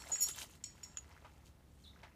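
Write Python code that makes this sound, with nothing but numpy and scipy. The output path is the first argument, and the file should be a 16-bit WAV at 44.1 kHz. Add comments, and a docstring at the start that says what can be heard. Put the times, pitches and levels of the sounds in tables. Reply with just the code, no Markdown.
"""Outdoors on a concrete slab, microphone close: a climbing harness is dropped and tugged about.
From the start, steady air noise and a low traffic rumble; metal rings clink as choked ringing modes and
nylon webbing rustles as pitched grains over hiss. Hardware soon knocks on the ground as noise bursts, from
dull to bright, then small links clatter as sprays of ringing taps; the slab answers with short dense echoes.
Near the end a distant bird chirps once, a raspy gliding whistle with a longer echo."""
import sys
import numpy as np
from scipy import signal
from scipy.fft import rfft, irfft
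from scipy.io import wavfile
from scipy.ndimage import uniform_filter1d

SR = 44100
rng = np.random.default_rng(int(sys.argv[2]) if len(sys.argv) > 2 else 0)


def unload_audio(sound):
    """Save the sound as a 16-bit wav file, at the path given as the first command line argument."""
    columns = np.transpose(np.atleast_2d(sound))
    # keep every value between -1 and 1, then stretch to whole-number steps
    steps = np.round(np.clip(columns, -1, 1) * 32767)
    wavfile.write(sys.argv[1], SR, steps.astype(np.int16))


N = 94815  # samples in the scene


def gain_of(db):
    """Converts dB to an amplitude factor."""
    return 10 ** (np.asarray(db) / 20)


def evened(x):
    """Scales x to rms 1."""
    return x / np.sqrt(np.mean(x ** 2) + 1e-20)


def add(mix, s, sound):
    """Adds a sound into the mix from s seconds on, cut at the end of the mix."""
    part = mix[round(s * SR):][:len(sound)]
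    part += sound[:len(part)]


def coloured(x, points):
    """Filters x by a spectrum given as (f/Hz, level/dB) points; rms 1."""
    f, db = np.transpose(points)
    hz = np.fft.rfftfreq(len(x), 1 / SR)
    curve_db = np.interp(np.log(hz + 1), np.log(f + 1), db, left=-60, right=-60)
    return evened(irfft(rfft(x) * gain_of(curve_db), len(x)))


def resonate(x, hz, width_hz):
    """Passes x through one resonance whose peak gain is 1."""
    b, a = signal.iirpeak(hz, hz / min(width_hz, SR / 3), SR)
    return signal.lfilter(b, a, x)


def crowd(clicks, lo_hz, hi_hz, sharp, count):
    """Rings each click at one of many pitches between lo and hi; rms 1."""
    which = rng.integers(0, count, len(clicks))
    pitches = np.geomspace(lo_hz, hi_hz, count)
    return evened(sum(resonate(clicks * (which == k), hz, hz / sharp) for k, hz in enumerate(pitches)))


def patchy(x, depth_db):
    """Raises and lowers small random patches of time and pitch; rms 1."""
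    z = signal.stft(x, nperseg=256, noverlap=192)[2]
    field = rng.standard_normal(z.shape[::-1]).T
    field = uniform_filter1d(field, size=5, axis=0)  # over pitch
    field = uniform_filter1d(field, size=6, axis=1)  # over time
    patched = z * gain_of(depth_db * evened(field))
    return evened(signal.istft(patched, nperseg=256, noverlap=192)[1][:N])


def echoes(x, t60):
    """Adds up dense, exponentially decaying reflections of total energy 1."""
    t = np.arange(SR // 2) / SR
    tail = rng.standard_normal(len(t)) * gain_of(-60 * t / t60)
    return signal.fftconvolve(x, tail / np.linalg.norm(tail))[:N]


# Colour of the open air: f/Hz, relative level/dB
AIR_COLOUR = [(25, -16), (65, -4), (150, -6.5), (300, -14), (700, -23.5), (2000, -32.5), (15500, -39.5)]
AIR_DB = -66
RUMBLE_HZ, RUMBLE_WIDTH_HZ, RUMBLE_DB = 70, 16.3, -64


def outdoors():
    """Steady coloured air noise, and traffic rumble that wavers as narrow-band noise does."""
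    air = coloured(rng.standard_normal(N), AIR_COLOUR)
    rumble = evened(resonate(rng.standard_normal(N), RUMBLE_HZ, RUMBLE_WIDTH_HZ))
    return gain_of(AIR_DB) * air + gain_of(RUMBLE_DB) * rumble


# Contacts between metal parts: t/s, then level/dB of five mode families (near 6.9 kHz; 5.5 kHz; 7.4 kHz;
# 4.4 and 8 kHz; 11-12 kHz), then ring length factor [ratio]
CONTACTS = [(.000, -67, -54.5, -64.5, -63, -56.5, 1.14), (.117, -34.5, -48, -53, -64, -64.5, 2.6),
            (0.153, -43, -43, -45.5, -56.5, -67, 0.41), (0.182, -45, -71, -51, -71, -86, 2.2),
            (0.206, -32.5, -40.5, -61, -65, -42, 1.7), (.220, -31.5, -37, -43, -51, -32.5, 3.8),
            (0.232, -29.5, -33.5, -53, -55, -35.5, 0.53), (0.261, -41, -42.5, -51, -55, -60, 0.67),
            (0.311, -43.5, -70, -55.5, -75, -70, 0.43), (0.639, -36.5, -29.5, -50, -46.5, -52, 0.1),
            (.652, -54.5, -51.5, -81, -65, -65.5, 1.21), (0.832, -46, -40.5, -60, -79, -56, 0.62),
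            (0.851, -60, -54.5, -70, -78, -78, 1.3), (0.971, -29.5, -54, -78, -69, -90, 0.13),
            (0.984, -36.5, -88, -93, -88, -86, 0.13)]
# Modes of rings and buckles, one list per family: level/dB within family, t60/s before the ring length factor
METAL_MODES = [
    [(2.5, 0.21), (-9, 0.083), (-22, 0.21), (-12.5, 0.13)],
    [(-14.5, 0.39), (-3, 0.14), (-8, 0.19)],
    [(5.5, 0.71)],
    [(5, 0.2), (5.5, 0.19)],
    [(-3, 0.14), (-10, 0.15), (-0.5, 0.1)],
]
# Pitches of the same modes, one list per family: f/Hz
METAL_PITCHES = [
    [6886, 6815, 6972, 6625],
    [5453, 5522, 5596],
    [7434],
    [7973, 4366],
    [11025, 11071, 12110],
]
STRIKE_S, CHOKE_S = 0.0016, 0.0014  # time constants of onset and choking
MODE_SPREAD_DB = 3.0  # random spread of the modes listed below 0 dB
RATTLE, RATTLE_S = 0.45, 0.008  # depth and averaging time of the ring's roughness


def clinks():
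    """Each contact sets the modes ringing until the next contact chokes them; damped rings are rougher."""
    out, t = np.zeros(N), np.arange(SR // 4) / SR
    hz = np.concatenate(METAL_PITCHES)[:, None]
    mode_db, t60 = np.concatenate(METAL_MODES).T[:, :, None]
    family = np.repeat(np.arange(len(METAL_MODES)), [len(modes) for modes in METAL_MODES])
    for contact, following in zip(CONTACTS, CONTACTS[1:] + [(np.inf,)]):
        start, length = contact[0], contact[6]
        uneven, phase = rng.standard_normal(hz.shape), 2 * np.pi * rng.random(hz.shape)
        level_db = np.array(contact[1:6])[family, None] + mode_db + MODE_SPREAD_DB * uneven * (mode_db < 0)
        wander = uniform_filter1d(rng.standard_normal((2, len(hz), len(t))), round(RATTLE_S * SR), axis=2)
        # the root undoes the loss of level from averaging
        in_phase, across = wander * np.sqrt(RATTLE_S * SR) * RATTLE / (1 + length ** 2)
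        turn = 2 * np.pi * hz * t + phase
        rough = (1 + in_phase) * np.sin(turn) + across * np.cos(turn)
        ring = gain_of(level_db - 60 * t / (t60 * abs(length))) * rough
        choke = np.exp(-np.maximum(t - (following[0] - start), 0) / CHOKE_S)
        add(out, start, (1 - np.exp(-t / STRIKE_S)) * choke * ring.sum(0))
    return out


# Handling of the webbing: t/s, low rustle level/dB, bright rustle level/dB
HANDLING = [(0, -59.5, -68.5), (0.102, -58, -57.5), (0.263, -64, -60.5), (0.291, -56, -47.5),
            (0.333, -73, -63), (0.382, -56.5, -50.5), (0.43, -57.5, -47.5), (0.469, -73, -67.5),
            (0.551, -68, -65.5), (.59, -75.5, -78.5), (.73, -76.5, -89), (.76, -70, -73.5),
            (1.03, -69.5, -78.5), (1.07, -66, -76.5), (1.148, -64.5, -77.5), (1.188, -67.5, -79.5),
            (1.441, -74, -81.5), (1.47, -73, -65.5), (1.551, -82.5, -99), (1.84, -82.5, -73),
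            (2.05, -64.5, -89), (2.15, -75, -99)]
# Colour of the low rustle: f/Hz, relative level/dB
LOW_COLOUR = [(200, -6.5), (450, -3.5), (900, 0.5), (1600, -2), (3200, -10), (7000, -21)]
# Colour of the bright rustle: f/Hz, relative level/dB
BRIGHT_COLOUR = [(1500, -13), (3000, 9.5), (5000, 5), (6600, 9.5), (10300, 2.5), (15500, -3)]
GRAINS_PER_S, GRAIN_DB, GRAIN_SHARE = 1200, 3, 0.57  # rate, mean size above smallest, share against hiss
GRAIN_SHARP = 5.5  # pitch over width of one grain's ring
PATCH_DB = 1  # short tight clumps of creasing


def webbing():
    """Stiff weave slips in short pitched grains of uneven size over a hiss, in a low and a bright part."""
    s, low_db, bright_db = np.transpose(HANDLING)
    t, out = np.arange(N) / SR, 0
    for level_db, colour in ((low_db, LOW_COLOUR), (bright_db, BRIGHT_COLOUR)):
        size = gain_of(GRAIN_DB * np.minimum(rng.exponential(1, N), 5))
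        slips = size * (rng.random(N) < GRAINS_PER_S / SR)
        grains = crowd(slips, colour[0][0], colour[-1][0], GRAIN_SHARP, count=16)
        drive = GRAIN_SHARE * grains + (1 - GRAIN_SHARE) * rng.standard_normal(N)
        rustle = patchy(coloured(drive, colour), PATCH_DB)
        out = out + rustle * gain_of(np.interp(t, s, level_db))
    return out


# Hardware and rope knocking on the ground: t/s, level/dB, f/Hz, sharpness [pitch over width], t60/s
GROUND_KNOCKS = [(0.021, -43, 2220, 0.64, 0.01), (.094, -49.5, 630, 1.5, 0.21),
                 (0.157, -43.5, 1610, 1.6, 0.017), (0.286, -39, 3660, 5.5, 0.0095),
                 (0.285, -39, 10150, 6.6, 0.081), (0.346, -47, 3240, 7.2, 0.017),
                 (0.362, -48, 3430, 4, 0.014), (0.417, -39.5, 2880, 6.9, 0.018),
                 (0.832, -45, 2700, 1, 0.0042), (0.972, -37, 1980, 0.79, 0.0047),
                 (0.982, -48.5, 2200, 1.1, 0.0077), (1.245, -50.5, 944, 1.05, 0.12),
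                 (1.959, -57.5, 1570, 9.8, 0.019), (2.03, -50, 1030, 0.71, 0.12)]
RISE_SHARE = 0.033  # rise time as a share of t60


def knocks():
    """A fading burst of noise through a double resonance, broad or narrow; longer knocks rise more slowly."""
    out, t = np.zeros(N), np.arange(SR // 5) / SR
    noises = rng.standard_normal((len(GROUND_KNOCKS), len(t)))
    for (s, db, hz, sharp, t60), noise in zip(GROUND_KNOCKS, noises):
        fade = gain_of(-60 * t / abs(t60))
        rise = np.minimum(t / abs(RISE_SHARE * t60), 1)
        body = resonate(resonate(noise, hz, hz / sharp), hz, 2 * hz / sharp) * fade
        body = body * np.linalg.norm(fade) / np.linalg.norm(body)  # same energy as the bare fade
        add(out, s, gain_of(db) * rise * body)
    return out


# Small buckles and links clattering: t/s, level/dB, t60/s
CLATTERS = [(.208, -52, .06), (0.218, -51.5, 0.24), (.639, -41, 0.032), (0.65, -62, 0.46),
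            (0.832, -53, 0.11)]
LINK_LOW_HZ, LINK_HIGH_HZ, TAPS_PER_S = 1870, 8280, 3600
LINK_SHARP = (LINK_LOW_HZ + LINK_HIGH_HZ) / 2 / 56  # pitch over width: 56 Hz wide at the mean pitch


def clatter():
    """A quick fading spray of tiny taps after a blow, each ringing one of many small parts."""
    out, t = np.zeros(N), np.arange(SR // 5) / SR
    for s, db, t60 in CLATTERS:
        taps = rng.standard_normal(len(t)) * (rng.random(len(t)) < TAPS_PER_S / SR)
        links = crowd(taps, LINK_LOW_HZ, LINK_HIGH_HZ, LINK_SHARP, count=40)
        add(out, s, gain_of(db - 60 * t / abs(t60)) * links)
    return out


# The distant bird's one chirp: t/s, f/Hz, level/dB before rasp and echo
BIRD_CHIRP = [(1.838, 4370, -67), (1.855, 3516, -62.5), (1.868, 3530, -65), (1.877, 3880, -59.5),
              (1.892, 3540, -83)]
RASP = 0.37  # depth of the random flutter in level
YARD_T60, YARD_DB = 0.3, 0.5  # echo time in s, echo level against the direct call


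def bird():
    """A raspy whistle that falls, lifts briefly and falls again, smeared by the echoes of the yard."""
    s, hz, db = np.transpose(BIRD_CHIRP)
    t = np.arange(N) / SR
    phase = 2 * np.pi * np.cumsum(np.interp(t, s, hz)) / SR
    level = gain_of(np.interp(t, s, db, left=-200, right=-200))
    flutter = evened(uniform_filter1d(rng.standard_normal(N), size=40))
    call = np.sqrt(2) * np.sin(phase) * level * (1 + RASP * flutter)
    return call + gain_of(YARD_DB) * echoes(call, YARD_T60)


SLAB_T60, SLAB_DB = 0.14, -9.5  # echo time in s, echo level against the direct sound


def scene():
    """The harness close by with the slab's echoes, the distant bird and the outdoor bed; one channel."""
    near = clinks() + clatter() + knocks() + webbing()
    slab = gain_of(SLAB_DB) * echoes(near, SLAB_T60)
    return (near + slab + bird() + outdoors())[None]


EDGE_HZ = 15450


def record(dry):
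    """The upper band limit of the microphone chain, a steep low-pass."""
    low_pass = signal.firwin(511, EDGE_HZ, window=("kaiser", 9), fs=SR)
    return signal.oaconvolve(dry, low_pass[None], "same")


dry = scene()
out = record(dry)
unload_audio(out)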